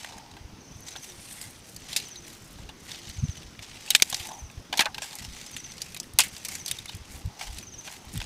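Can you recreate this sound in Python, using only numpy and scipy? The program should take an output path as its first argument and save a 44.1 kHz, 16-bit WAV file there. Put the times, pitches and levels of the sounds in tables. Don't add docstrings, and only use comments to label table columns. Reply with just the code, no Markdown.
import sys
import numpy as np
from scipy import signal
from scipy.io import wavfile
from scipy.ndimage import uniform_filter1d

SR = 44100
rng = np.random.default_rng(int(sys.argv[2]) if len(sys.argv) > 2 else 0)


def magnitude_from_level(level_db):
    exponent = np.asarray(level_db, float) / 20
    return 10 ** exponent


def bounce(signal):
    frames = np.transpose(np.atleast_2d(signal))
    limited = np.clip(frames, -1, 1)
    pcm = np.round(limited * 32767).astype(np.int16)
    wavfile.write(sys.argv[1], SR, pcm)


N = 363825


def evened(x):
    return x / np.sqrt(np.mean(x ** 2) + 1e-20)


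def peaked(x):
    return x / np.sqrt(uniform_filter1d(x ** 2, 80).max())


def add(mix, start_s, sound):
    part = mix[max(round(start_s * SR), 0):][:len(sound)]
    part += sound[:len(part)]


def band(x, lo_hz, hi_hz, order=2):
    sos = signal.butter(order, [lo_hz, min(hi_hz, SR / 2.2)], "band", fs=SR, output="sos")
    return signal.sosfilt(sos, x)


def ring(x, hz, width_hz):
    r = np.exp(-np.pi * width_hz / SR)
    return signal.lfilter([1, 0, -1], [1, -2 * r * np.cos(2 * np.pi * hz / SR), r * r], x)


def drift(size):
    return evened(uniform_filter1d(uniform_filter1d(rng.standard_normal(N), size), size))


# frequency in Hz, density in dB per Hz.
AIR_SPECTRUM = [(12, -35), (20, -8), (70, 4.5), (140, 3), (219, 2), (504, -7), (856, -10), (1130, -11),
                (2030, -13), (4300, -15), (6170, -13), (7090, -24), (9900, -26), (13800, -38), (15400, -39)]


def air(level_db=-50):
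    frames, hz = N // 256 + 5, np.fft.rfftfreq(1024, 1 / SR)
    real, imag, patches = rng.standard_normal((frames, 513, 3)).T
    patches_db = 1.4 * evened(uniform_filter1d(uniform_filter1d(patches, 10, 0), 10, 1))
    flutter_db = 3.4 * evened(uniform_filter1d(rng.standard_normal(frames), 6))
    f, db = np.transpose(AIR_SPECTRUM)
    colour_db = np.interp(np.log(hz + 1), np.log(f + 1), db)[:, None]
    bass = 1 / (1 + (hz[:, None] / 220) ** 2)
    spectra = (real + 1j * imag) * magnitude_from_level(colour_db + patches_db + bass * flutter_db)
    return magnitude_from_level(level_db) * evened(signal.istft(spectra, nperseg=1024, noverlap=768)[1][:N])


def insects(hz=6340, width_hz=610, level_db=-72.5):
    hiss = ring(rng.standard_normal(N), hz, width_hz)
    return magnitude_from_level(level_db) * evened(ring(hiss, hz, width_hz))


def swells(rows):
    t = np.arange(0, N, 32) / SR
    power = np.zeros(len(t))
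    for peak_s, db, rise_s, fall_s in rows:
        drop_db = 10 * np.maximum((peak_s - t) / rise_s, (t - peak_s) / fall_s)
        power += magnitude_from_level(db - drop_db) ** 2
    return np.interp(np.arange(N) / SR, t, np.sqrt(power))


# peak in seconds, level in dB, seconds to rise 10 dB, to fall 10 dB.
STROKES = [(0, -38.5, .05, 0.14), (.873, -40, 0.02, 0.12), (1.043, -43.5, 0.07, .25), (1.33, -43, .12, .3),
           (1.98, -37, 0.12, .13), (2.282, -43.5, 0.06, .1), (2.6, -51, .2, .1), (2.91, -37.5, .06, .13),
           (3.09, -42.5, 0.06, .2), (3.385, -45, .15, .09), (3.625, -42, .015, 0.14),
           (3.91, -39, .18, 0.22), (4.141, -37, 0.1, 0.12), (4.225, -36, .12, 0.08), (4.742, -35, 0, 0.04),
           (5.036, -40, 0.05, 0.47), (5.45, -42, .4, .3), (5.88, -46, .5, 0.1), (6.204, -26, .005, .015),
           (6.255, -38, .015, 0.08), (6.356, -42.5, .05, 0.1), (6.54, -35, .1, 0.07),
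           (6.7, -36.5, .037, 0.14), (6.95, -47.5, 0.1, 0.14), (7.129, -46, .08, .1),
           (7.421, -41, 0.05, .09), (7.575, -41.5, .1, .06), (7.93, -41, 0.12, .07),
           (8.165, -39.5, .07, .3)]
# peak in seconds, level in dB, seconds to rise 10 dB, to fall 10 dB.
FLARES = [(0, -52, .05, 0.045), (.808, -49, .1, .1), (1.043, -40, 0.044, 0.091), (1.424, -40.5, .012, 0.06),
          (1.69, -39, .03, .04), (2.86, -44, .06, .05), (2.282, -38.5, .03, 0.076), (2.457, -46, .15, .12),
          (3.97, -41, .05, .3), (4.155, -36, .1, .15), (5.06, -42, .05, .22), (5.45, -49, .3, .04),
          (5.92, -47, .2, .04), (6.079, -49, .1, .045), (6.345, -40, .03, .037), (6.54, -35, .07, .055),
          (6.7, -42, .045, .1), (7.129, -37, 0.033, 0.084), (7.54, -44, .06, .08), (7.92, -38, .05, .07),
          (8.154, -44, 0.037, .03)]
# peak in seconds, level in dB, seconds to rise 10 dB, to fall 10 dB.
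DRAGS = [(.15, -46, .3, .3), (.873, -48, .02, 0.018), (4.31, -34, .04, .06), (4.742, -33, 0.0072, .02),
         (4.83, -36.5, 0.046, 0.068), (6.19, -28.5, .003, .007), (5.15, -49, .1, .1), (7.27, -54, 0.34, .3),
         (7.421, -42, 0.045, 0.083), (7.897, -45, .04, 0.14)]
# start in seconds, length in seconds, level in dB.
SWIPES = [(0.864, 0.033, -43.5), (1.883, .06, -39), (5.184, 0.026, -35), (7.095, .085, -47),
          (7.385, 0.1, -39), (7.835, 0.15, -42.5)]


def grass(snaps_per_s=600, spread_db=3.5, clump_db=1.0, stalk_count=28):
    body = swells(STROKES)
    wood = np.hypot(swells(DRAGS), magnitude_from_level(-15) * body)
    fizz = np.hypot(swells(FLARES), magnitude_from_level(-21) * body)
    swipes = np.zeros(N)
    for start_s, length_s, db in SWIPES:
        add(swipes, start_s, magnitude_from_level(db) * signal.windows.tukey(round(length_s * SR), .25))

    clumps = magnitude_from_level(clump_db * drift(size=300))
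    sizes = magnitude_from_level(spread_db * np.minimum(rng.exponential(1, N), 4))
    hits = sizes * (rng.random(N) < snaps_per_s * clumps / SR)
    puffs = signal.lfilter([1], [1, -np.exp(-1 / (0.0018 * SR))], hits)
    grains = evened((evened(puffs) + 0.7) * clumps * rng.standard_normal(N))

    touch = evened(uniform_filter1d(rng.standard_normal((stalk_count, N // 441 + 1)), 5, 1))
    touched = magnitude_from_level(4.5 * touch).repeat(441, 1)[:, :N]
    stalks_hz = np.geomspace(2000, 8000, stalk_count)
    stalks = sum(evened(ring(grains * on, hz, 95)) for on, hz in zip(touched, stalks_hz))

    scrape = evened(band(grains, 2300, 6500)) + magnitude_from_level(1.5) * evened(stalks)
    hollow = ring(band(grains, 620, 1050), hz=840, width_hz=170)
    crisp = band(band(grains, 5800, 15500), 3000, 6500, order=1)
    out = magnitude_from_level(-4.5) * np.hypot(body, swipes) * evened(scrape)
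    out += magnitude_from_level(-5.0) * wood * evened(hollow)
    return out + magnitude_from_level(-11.5) * np.hypot(fizz, 0.51 * swipes) * evened(crisp)


def ticks(ticks_per_s=260, level_db=-21, t60_s=.012, ember_db=-53, blade_count=12):
    sizes = magnitude_from_level(3.8 * np.minimum(rng.exponential(1, N), 4)) * (rng.random(N) < ticks_per_s / SR)
    blade = rng.integers(0, blade_count, N)
    t, out = np.arange(1500) / SR, np.zeros(N)
    for k, hz in enumerate(np.geomspace(2500, 6500, blade_count)):
        tick = band(rng.standard_normal(len(t)) * magnitude_from_level(-60 * t / t60_s), 0.69 * hz, 1.48 * hz)
        out += signal.oaconvolve(sizes * (blade == k), tick)[:N]
    stirred = magnitude_from_level(ember_db) + np.hypot(swells(STROKES), swells(FLARES))
    return magnitude_from_level(level_db) * stirred * evened(out)


def crackle(rows, t60_s, wide):
    out, t = np.zeros(N), np.arange(2000) / SR
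    for (peak_s, db, hz), noise in zip(rows, rng.standard_normal((len(rows), len(t)))):
        puff = noise * (1 - np.exp(-t / .0004)) * magnitude_from_level(-60 * t / t60_s)
        tick = peaked(band(puff, hz / wide, hz * wide)) + .6 * peaked(ring(puff, hz, .08 * hz))
        add(out, peak_s - .0006, magnitude_from_level(db) * peaked(tick))
    return out


# time in seconds, peak in dB, ring in Hz.
SPARKS = [(0.0454, -44.0, 7900), (0.7683, -56.0, 7750), (0.9072, -47.5, 7390), (1.0265, -45.5, 7900),
          (1.0335, -44.0, 8070), (1.0993, -48.0, 7020), (1.5074, -46.5, 8630), (1.6947, -45.5, 9020),
          (1.7331, -51.5, 8050), (1.7456, -47.0, 8330), (1.8052, -51.0, 8550), (1.8444, -51.5, 8050),
          (2.0519, -50.0, 8120), (2.3497, -50.5, 8590), (2.4423, -52.5, 7750), (2.4475, -52.5, 7190),
          (2.4764, -53.0, 8590), (2.5084, -52.0, 8830), (2.5288, -49.0, 11300), (2.8042, -51.5, 7320),
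          (3.0918, -42.0, 8510), (3.2971, -54.5, 9880), (3.3736, -47.0, 7770), (3.772, -51.0, 8140),
          (3.8106, -49.0, 7450), (3.8655, -46.5, 10120), (3.9511, -15.5, 7490), (4.3956, -53.5, 9370),
          (4.513, -50.0, 8100), (4.7942, -26.0, 8310), (4.9825, -42.0, 8250), (5.4142, -45.5, 7020),
          (5.514, -42.5, 8660), (5.7699, -49.5, 7130), (5.8615, -48.5, 8590), (5.9218, -49.5, 8570),
          (6.0411, -49.5, 9880), (6.2037, -20.0, 7970), (6.2823, -41.5, 9650), (6.3806, -43.5, 7820),
          (6.4402, -49.5, 7840), (6.4501, -34.5, 10510), (6.6507, -52.5, 9710), (6.7871, -41.0, 7210),
          (6.9188, -49.5, 7430), (6.9685, -45.5, 7970), (7.176, -47.5, 12420), (7.2588, -48.0, 7860),
          (7.4726, -44.5, 8940), (7.5459, -43.5, 7920), (7.6282, -49.0, 10010), (7.7387, -54.0, 8380),
          (7.7901, -48.0, 8310), (7.8208, -53.0, 7040), (8.0515, -52.0, 9540), (8.0899, -53.5, 8910),
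          (8.1308, -43.5, 9280), (8.156, -43.0, 8870)]


def sparks():
    return crackle(SPARKS, t60_s=.02, wide=1.75)


# time in seconds, peak in dB, ring in Hz.
STALKS = [(0.0459, -33.0, 2050), (0.3136, -45.5, 3900), (0.338, -49.5, 3060), (1.034, -44.0, 3250),
          (1.4136, -42.0, 2780), (1.4276, -43.0, 3900), (1.5593, -50.0, 3900), (2.0521, -45.0, 3790),
          (2.3021, -46.0, 3830), (2.3507, -50.0, 2820), (2.5572, -50.0, 3900), (2.5862, -48.5, 3900),
          (2.6346, -49.0, 3140), (2.9167, -33.5, 3570), (2.9466, -40.5, 2910), (3.0713, -41.5, 3900),
          (3.0803, -40.5, 3060), (3.2841, -41.5, 3700), (3.2966, -42.0, 3270), (3.3741, -43.5, 3060),
          (3.55, -48.5, 1850), (3.6325, -41.0, 2840), (3.6453, -42.5, 3420), (3.7134, -43.0, 2410),
          (3.7722, -46.5, 2560), (3.961, -23.0, 3620), (4.1451, -25.5, 3900), (4.3175, -43.0, 3530),
          (4.5767, -51.5, 2710), (4.6517, -53.0, 3340), (4.7385, -31.0, 3100), (5.1089, -41.0, 3680),
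          (5.4137, -41.5, 3750), (5.5821, -43.5, 2650), (5.6417, -41.5, 3550), (5.6477, -43.5, 2800),
          (5.7011, -44.0, 2280), (5.7203, -42.0, 3550), (5.863, -45.5, 2970), (5.9211, -45.0, 3470),
          (6.0413, -46.5, 1890), (6.3486, -42.5, 3550), (6.3663, -39.0, 3550), (6.4883, -36.0, 2200),
          (6.8562, -39.5, 2200), (6.9428, -45.0, 2370), (7.2167, -49.0, 3040), (7.2586, -50.5, 3900),
          (7.4117, -33.5, 2280), (7.4708, -40.5, 2970), (7.4793, -42.5, 3040), (7.5858, -38.0, 3790),
          (7.628, -46.0, 2450), (7.6352, -47.5, 2370), (7.739, -46.0, 2990), (7.8764, -39.5, 2450),
          (8.0827, -47.0, 3900), (8.157, -42.0, 2430)]


def stalk_clicks():
    return crackle(STALKS, t60_s=.028, wide=1.9)


# frequency in Hz, width in Hz, level in dB.
BRANCH_MODES = [
    (304, 87, -14),
    (867, 250, 7.5),
    (1608, 110, 4),
]


def crack(db, hz, t60_s, noise, fibres, thump_db, knock_db, edge_db, rise_s, tear_db):
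    t = np.arange(len(noise)) / SR
    burst = magnitude_from_level(-60 * (t / t60_s) ** 0.8) + magnitude_from_level(-35.5 - 60 * t / (0.53 * t60_s + 0.0244))
    onset = 1 - np.exp(-(t / rise_s) ** 1.3)
    tears = noise * (0.51 + uniform_filter1d(fibres ** 6, 24) * 4.9) * onset * burst

    body = band(tears, max(.5 * hz, 1700), 1.3 * hz + 1500)
    others_hz = np.minimum(hz * (.6 + fibres[:4]), 12000)
    scatter = sum(ring(tears, f, 150 + .05 * f) for f in others_hz)
    tone = ring(tears, hz, 110 + .03 * hz) + .45 * magnitude_from_level(tear_db) * scatter
    thump = band(band(tears, 600, 2100, order=1), 350, 9000, order=1)
    knock = sum(magnitude_from_level(g) * peaked(ring(tears, f, w)) for f, w, g in BRANCH_MODES)
    edge = band(band(tears, 6000, 15500), 3000, 7500, order=1)
    edge = edge * magnitude_from_level(np.maximum(-60 * .25 * t / t60_s, -12))

    mix = np.interp(db, [-35, -10], [.4, .9]) * magnitude_from_level(tear_db) * peaked(body)
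    mix = mix + np.interp(db, [-35, -10], [.85, .4]) * peaked(tone)
    mix = mix + magnitude_from_level(thump_db) * peaked(thump)
    mix = mix + magnitude_from_level(knock_db - 0.5) * peaked(band(knock, 200, 2300))
    return magnitude_from_level(db) * (mix + magnitude_from_level(edge_db - 0.5) * peaked(edge))


def wood(rows, thump_db, knock_db, edge_db, rise_s=.0005, tear_db=0):
    out = np.zeros(N)
    noises, fibres = rng.standard_normal((len(rows), 5000)), rng.random((len(rows), 5000))
    for (peak_s, db, hz, t60_s), noise, fibre in zip(rows, noises, fibres):
        sound = crack(db, hz, t60_s, noise, fibre, thump_db, knock_db, edge_db, rise_s, tear_db)
        add(out, peak_s - .0006, sound)
    return out


# time in seconds, peak in dB, ring in Hz, t60 in seconds.
BREAKS = [(.047, -35, 2070, 0.011), (.123, -43, 3830, .046), (.1826, -42, 6550, 0.023),
          (.3676, -43, 2000, .04), (.955, -40, 1430, .056), (.9611, -35.5, 3240, 0.046),
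          (2.6908, -39, 2870, .064), (4.127, -27, 3630, .03), (4.2891, -39, 6070, .038),
          (4.5002, -42, 2510, .03), (4.7927, -14, 2260, .05), (4.9812, -30, 2500, 0.046),
          (5.0198, -32.5, 5630, 0.12), (5.1293, -38.5, 4250, 0.048), (7.4117, -39, 2340, .12),
          (7.875, -39, 1490, 0.068), (8.2154, -32.5, 2480, .023)]


def breaks():
    return wood(BREAKS, thump_db=-20, knock_db=-3, edge_db=-24)


# centre in seconds, level in dB, wobble in Hz, length in seconds.
GUSTS = [(0.417, -41, 83.5, 0.016), (0.454, -39, 68.5, 0.017), (0.765, -38.5, 96, 0.016),
         (2.602, -41.5, 108, 0.013), (2.648, -45, 58, 0.12), (3.106, -41, 62.6, 0.025),
         (3.192, -31.5, 86, 0.034), (3.239, -20, 135, 0.022), (3.296, -27.5, 97, 0.021),
         (3.467, -42.5, 61.3, 0.035), (3.605, -44, 99, 0.028), (4.13, -41.5, 232, 0.0088),
         (4.212, -36.5, 76, 0.016), (4.443, -35.5, 69.4, 0.038), (4.582, -32, 64, 0.0066),
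         (4.603, -41, 69, 0.01), (4.802, -38, 222, 0.014), (5.296, -43, 66, 0.093),
         (6.149, -37.5, 78, 0.011), (6.727, -44, 115, 0.027), (6.956, -32.5, 92, 0.019),
         (7.015, -41, 74.6, 0.032), (7.111, -41, 52.3, 0.01), (7.157, -41, 71.4, 0.046),
         (7.266, -25.5, 89, 0.027), (7.503, -37, 55, 0.069), (7.571, -41.5, 55, 0.028),
         (8.089, -44, 70, 0.064), (8.174, -30.5, 125.5, 0.049), (8.21, -38, 42, 0.04)]


def wind():
    out = np.zeros(N)
    for (centre_s, db, hz, length_s), (turn, bend) in zip(GUSTS, rng.random((len(GUSTS), 2))):
        t = np.arange(-2 * length_s, 2 * length_s, 1 / SR)
        phase = 2 * np.pi * (hz * t * (1 + 21.0 * (bend - .5) * t) + turn)
        wobble = np.cos(phase) + 0.37 * np.cos(1.59 * phase + 6 * bend) + 0.64 * np.cos(0.62 * phase)
        add(out, centre_s - 2 * length_s, magnitude_from_level(db) * np.exp(-2.8 * (t / length_s) ** 2) * wobble)
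    return out


NOTE_COUNT, MAIN_NOTE = 12, 10


def trill(lead_db):
    k = np.arange(NOTE_COUNT)
    ease = 1 / (1 + np.exp((6.7 - k) / .9))
    gap_s = .035 + .025 * ease
    start_s = np.cumsum(gap_s) - gap_s
    swell_db = (-6.5 + lead_db) * (1 - ease)
    db = swell_db + .3 * (k - MAIN_NOTE) - 7 * (k > MAIN_NOTE)
    return zip(start_s - start_s[MAIN_NOTE], db, .8 * gap_s)


# main note in seconds, level in dB, relative lead-in level in dB.
SONGS = [(1.036, -41.5, 0), (2.18, -43, -1), (3.315, -42.5, -1), (4.402, -44, -2), (5.652, -39.5, -4),
         (6.665, -39, -5), (7.796, -39.5, -5)]


def bird(note_hz=6080, fall_hz=1050):
    out = np.zeros(N)
    for main_s, song_db, lead_db in SONGS:
        for (s, db, length_s), off in zip(trill(lead_db), rng.standard_normal(NOTE_COUNT)):
            u = np.arange(-.5, .5, 1 / (SR * length_s))
            hz = note_hz * (1 + .006 * off) - fall_hz * (u + u ** 3)
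            note = signal.windows.tukey(len(u), .8) * np.sin(2 * np.pi * np.cumsum(hz) / SR)
            add(out, main_s + s - length_s / 2, magnitude_from_level(song_db + db) * note)
    t = np.arange(SR // 4) / SR
    sparse = rng.standard_normal(len(t)) * (rng.random(len(t)) < .02)
    trees = sparse * magnitude_from_level(-60 * t / 0.74) * (t > .006)
    out = out * magnitude_from_level(2.5 * drift(size=120))
    return out + magnitude_from_level(-9) * signal.fftconvolve(out, trees / np.linalg.norm(trees))[:N]


# time in seconds, peak in dB, ring in Hz, t60 in seconds.
SNAPS = [(.806, -47.5, 9700, .017), (1.9305, -30, 3940, .035), (1.9632, -19, 4380, 0.061),
         (1.9995, -34, 4000, .063), (2.9082, -39, 3480, 0.21), (2.9866, -45, 3040, .12),
         (3.0978, -39, 3900, 0.033), (3.431, -45, 3400, .041), (3.9784, -41.5, 3660, .065),
         (3.9997, -27.5, 2150, .014), (4.1002, -31.5, 7770, 0.036), (4.1977, -35, 3100, .075),
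         (4.774, -26, 4100, 0.039), (5.5654, -31.5, 2600, .037), (5.818, -26, 4800, 0.033),
         (6.0002, -28.5, 6030, .033), (6.192, -15, 5000, .017), (6.2035, -16, 4800, 0.038),
         (6.4493, -32.5, 6040, .067), (6.552, -32.5, 7110, .051), (6.661, -28, 4820, .035)]


def snaps():
    return wood(SNAPS, thump_db=-24, knock_db=-22.5, edge_db=-8.5)


# time in seconds, level in dB.
STEAM = [
    (1.0, -69.5),
    (1.2, -60.5),
    (1.33, -52),
    (1.5, -62.5),
    (1.6, -68),
]
# frequency in Hz, width in Hz, level in dB.
VENT = [
    (8700, 600, 0),
    (9400, 300, -3),
    (9600, 1800, -4),
    (10900, 500, -7),
]


def steam():
    s, db = np.transpose(STEAM)
    jet = rng.standard_normal(N)
    push = magnitude_from_level(np.interp(np.arange(N) / SR, s, db, -120, -120) + 2.1 * drift(size=400))
    return push * sum(magnitude_from_level(g) * evened(ring(jet, f, w)) for f, w, g in VENT)


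# start in seconds, length in seconds, level in dB.
COOS = [
    (1.07, .1, -54),
    (2.103, 0.3, -56.5),
    (2.885, 0.25, -57),
    (4.139, 0.2, -57),
]


def dove(coo_hz=343):
    out = np.zeros(N)
    for start_s, length_s, db in COOS:
        t = np.arange(0, length_s, 1 / SR)
        hz = coo_hz * (1 + 0.183 * np.exp(-t / 0.0377))
        coo = signal.windows.tukey(len(t), .4) * np.sin(2 * np.pi * np.cumsum(hz) / SR)
        add(out, start_s, magnitude_from_level(db) * coo)
    return out


# time in seconds, peak in dB, ring in Hz, t60 in seconds.
POPS = [(1.327, -42, 8100, .08), (1.414, -35, 8000, .07), (3.4202, -47, 2770, .038),
        (3.592, -37.5, 2320, .045), (4.1444, -24, 4800, .024), (4.9452, -33, 2780, .041),
        (5.0302, -40, 5070, .11), (5.4627, -40, 5060, .049), (5.719, -42.5, 5500, .032),
        (5.7804, -39.5, 4420, .036), (5.965, -35, 3780, 0.051), (6.0309, -43, 5170, .032),
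        (6.3655, -40, 5500, .027), (6.858, -37, 6500, .011), (6.933, -42.5, 2860, .035),
        (8.203, -34.5, 3080, .024)]


def pops():
    return wood(POPS, thump_db=-15, knock_db=-23, edge_db=-23)


# time in seconds, peak in dB, ring in Hz.
AFTERS = [(4.8075, -19, 1650), (4.809, -23, 2700), (4.8585, -29, 860), (4.859, -30, 1500),
          (5.0195, -35, 2700), (6.1925, -27, 880), (6.1928, -20, 2600), (6.193, -27, 1500),
          (6.194, -20, 8500), (6.2125, -27, 2800), (6.213, -26, 4600), (6.2135, -29, 8000),
          (6.449, -39, 2300), (6.551, -39, 2000), (5.565, -38, 7500), (6.68, -33, 4500), (1.62, -56, 500),
          (1.69, -56, 480)]


def after_rings():
    return crackle(AFTERS, t60_s=.07, wide=1.35)


# time in seconds, peak in dB, ring in Hz, t60 in seconds.
SPLINTERS = [(1.7635, -39.5, 4780, .03), (1.974, -37, 5030, .07), (2.084, -45.5, 2950, .067),
             (3.9046, -15, 3800, .033), (3.961, -24, 3600, 0.024), (4.2703, -40, 4930, 0.028),
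             (5.154, -38.5, 9500, .02), (5.9456, -36, 2500, .033), (5.973, -44, 9000, .014),
             (6.136, -50, 8660, .022), (6.1878, -10.5, 4370, 0.017), (6.2361, -31, 2150, .15),
             (6.4855, -34, 5170, .036), (6.6807, -33.5, 3600, .09), (6.7127, -23, 3660, .028),
             (6.9493, -45, 5140, .032), (7.5855, -39, 4900, .026), (8.1383, -44.5, 6800, 0.029),
             (8.1764, -34.5, 3500, 0.019)]


def splinters():
    return wood(SPLINTERS, thump_db=-25, knock_db=-22.5, edge_db=2)


# time in seconds, peak in dB, ring in Hz, t60 in seconds.
PINGS = [(2.1573, -35.5, 3950, .04), (6.7868, -32, 3700, .03), (6.881, -38, 3750, .12),
         (3.8755, -36, 2710, .04), (3.914, -32, 2900, .08), (6.888, -37, 3750, .1),
         (3.9065, -19, 3750, .04)]


def pings():
    return wood(PINGS, thump_db=-22, knock_db=-24, edge_db=-25, rise_s=.0012, tear_db=-15)


# time in seconds, peak in dB, ring in Hz, t60 in seconds.
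KNOCKS = [
    (2.585, -57, 1520, 0.045),
    (4.737, -39, 3680, .044),
    (4.8671, -42.5, 2890, 0.055),
]


def knocks():
    return wood(KNOCKS, thump_db=-20, knock_db=10.6, edge_db=-20, rise_s=.0006)


# time in seconds, peak in dB, ring in Hz, t60 in seconds.
CRACKS = [
    (3.9495, -8, 3700, .02),
    (4.0218, -6, 4000, .018),
]


def green_cracks():
    return wood(CRACKS, thump_db=-15, knock_db=-30, edge_db=-18, rise_s=.0025)


# time in seconds, peak in dB, ring in Hz, t60 in seconds.
THUDS = [
    (4.7268, -24, 2400, .03),
    (4.8565, -24, 2500, .026),
    (6.894, -36, 3000, .02),
    (4.846, -40, 2600, .02),
]


def thuds():
    return wood(THUDS, thump_db=-14, knock_db=-5, edge_db=-28, rise_s=.002)


# time in seconds, peak in dB, ring in Hz, t60 in seconds.
SPLITS = [
    (4.8058, -17, 4300, .06),
    (4.822, -28.5, 4130, .018),
    (4.7798, -26, 4240, .035),
]


def splits():
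    return wood(SPLITS, thump_db=-18, knock_db=-8, edge_db=-8, rise_s=.0006)


def scene():
    fire = grass() + ticks() + sparks() + stalk_clicks() + after_rings() + steam()
    twigs = breaks() + snaps() + pops() + splinters() + pings()
    twigs = twigs + knocks() + green_cracks() + thuds() + splits()
    around = air() + insects() + wind() + bird() + dove()
    return (fire + twigs + around)[None]


def roll_off(x):
    return signal.sosfilt(signal.butter(12, 16420, fs=SR, output="sos"), x)


def record(dry):
    noisy = np.clip(dry + magnitude_from_level(-68) * rng.standard_normal(N), -1, 1)
    lowpass = signal.firwin(401, 15600, window=("kaiser", 4), fs=SR)
    limited = signal.oaconvolve(noisy, lowpass[None], "same")
    return roll_off(np.clip(limited, -1, 1))


dry = scene()
out = record(dry)
bounce(out)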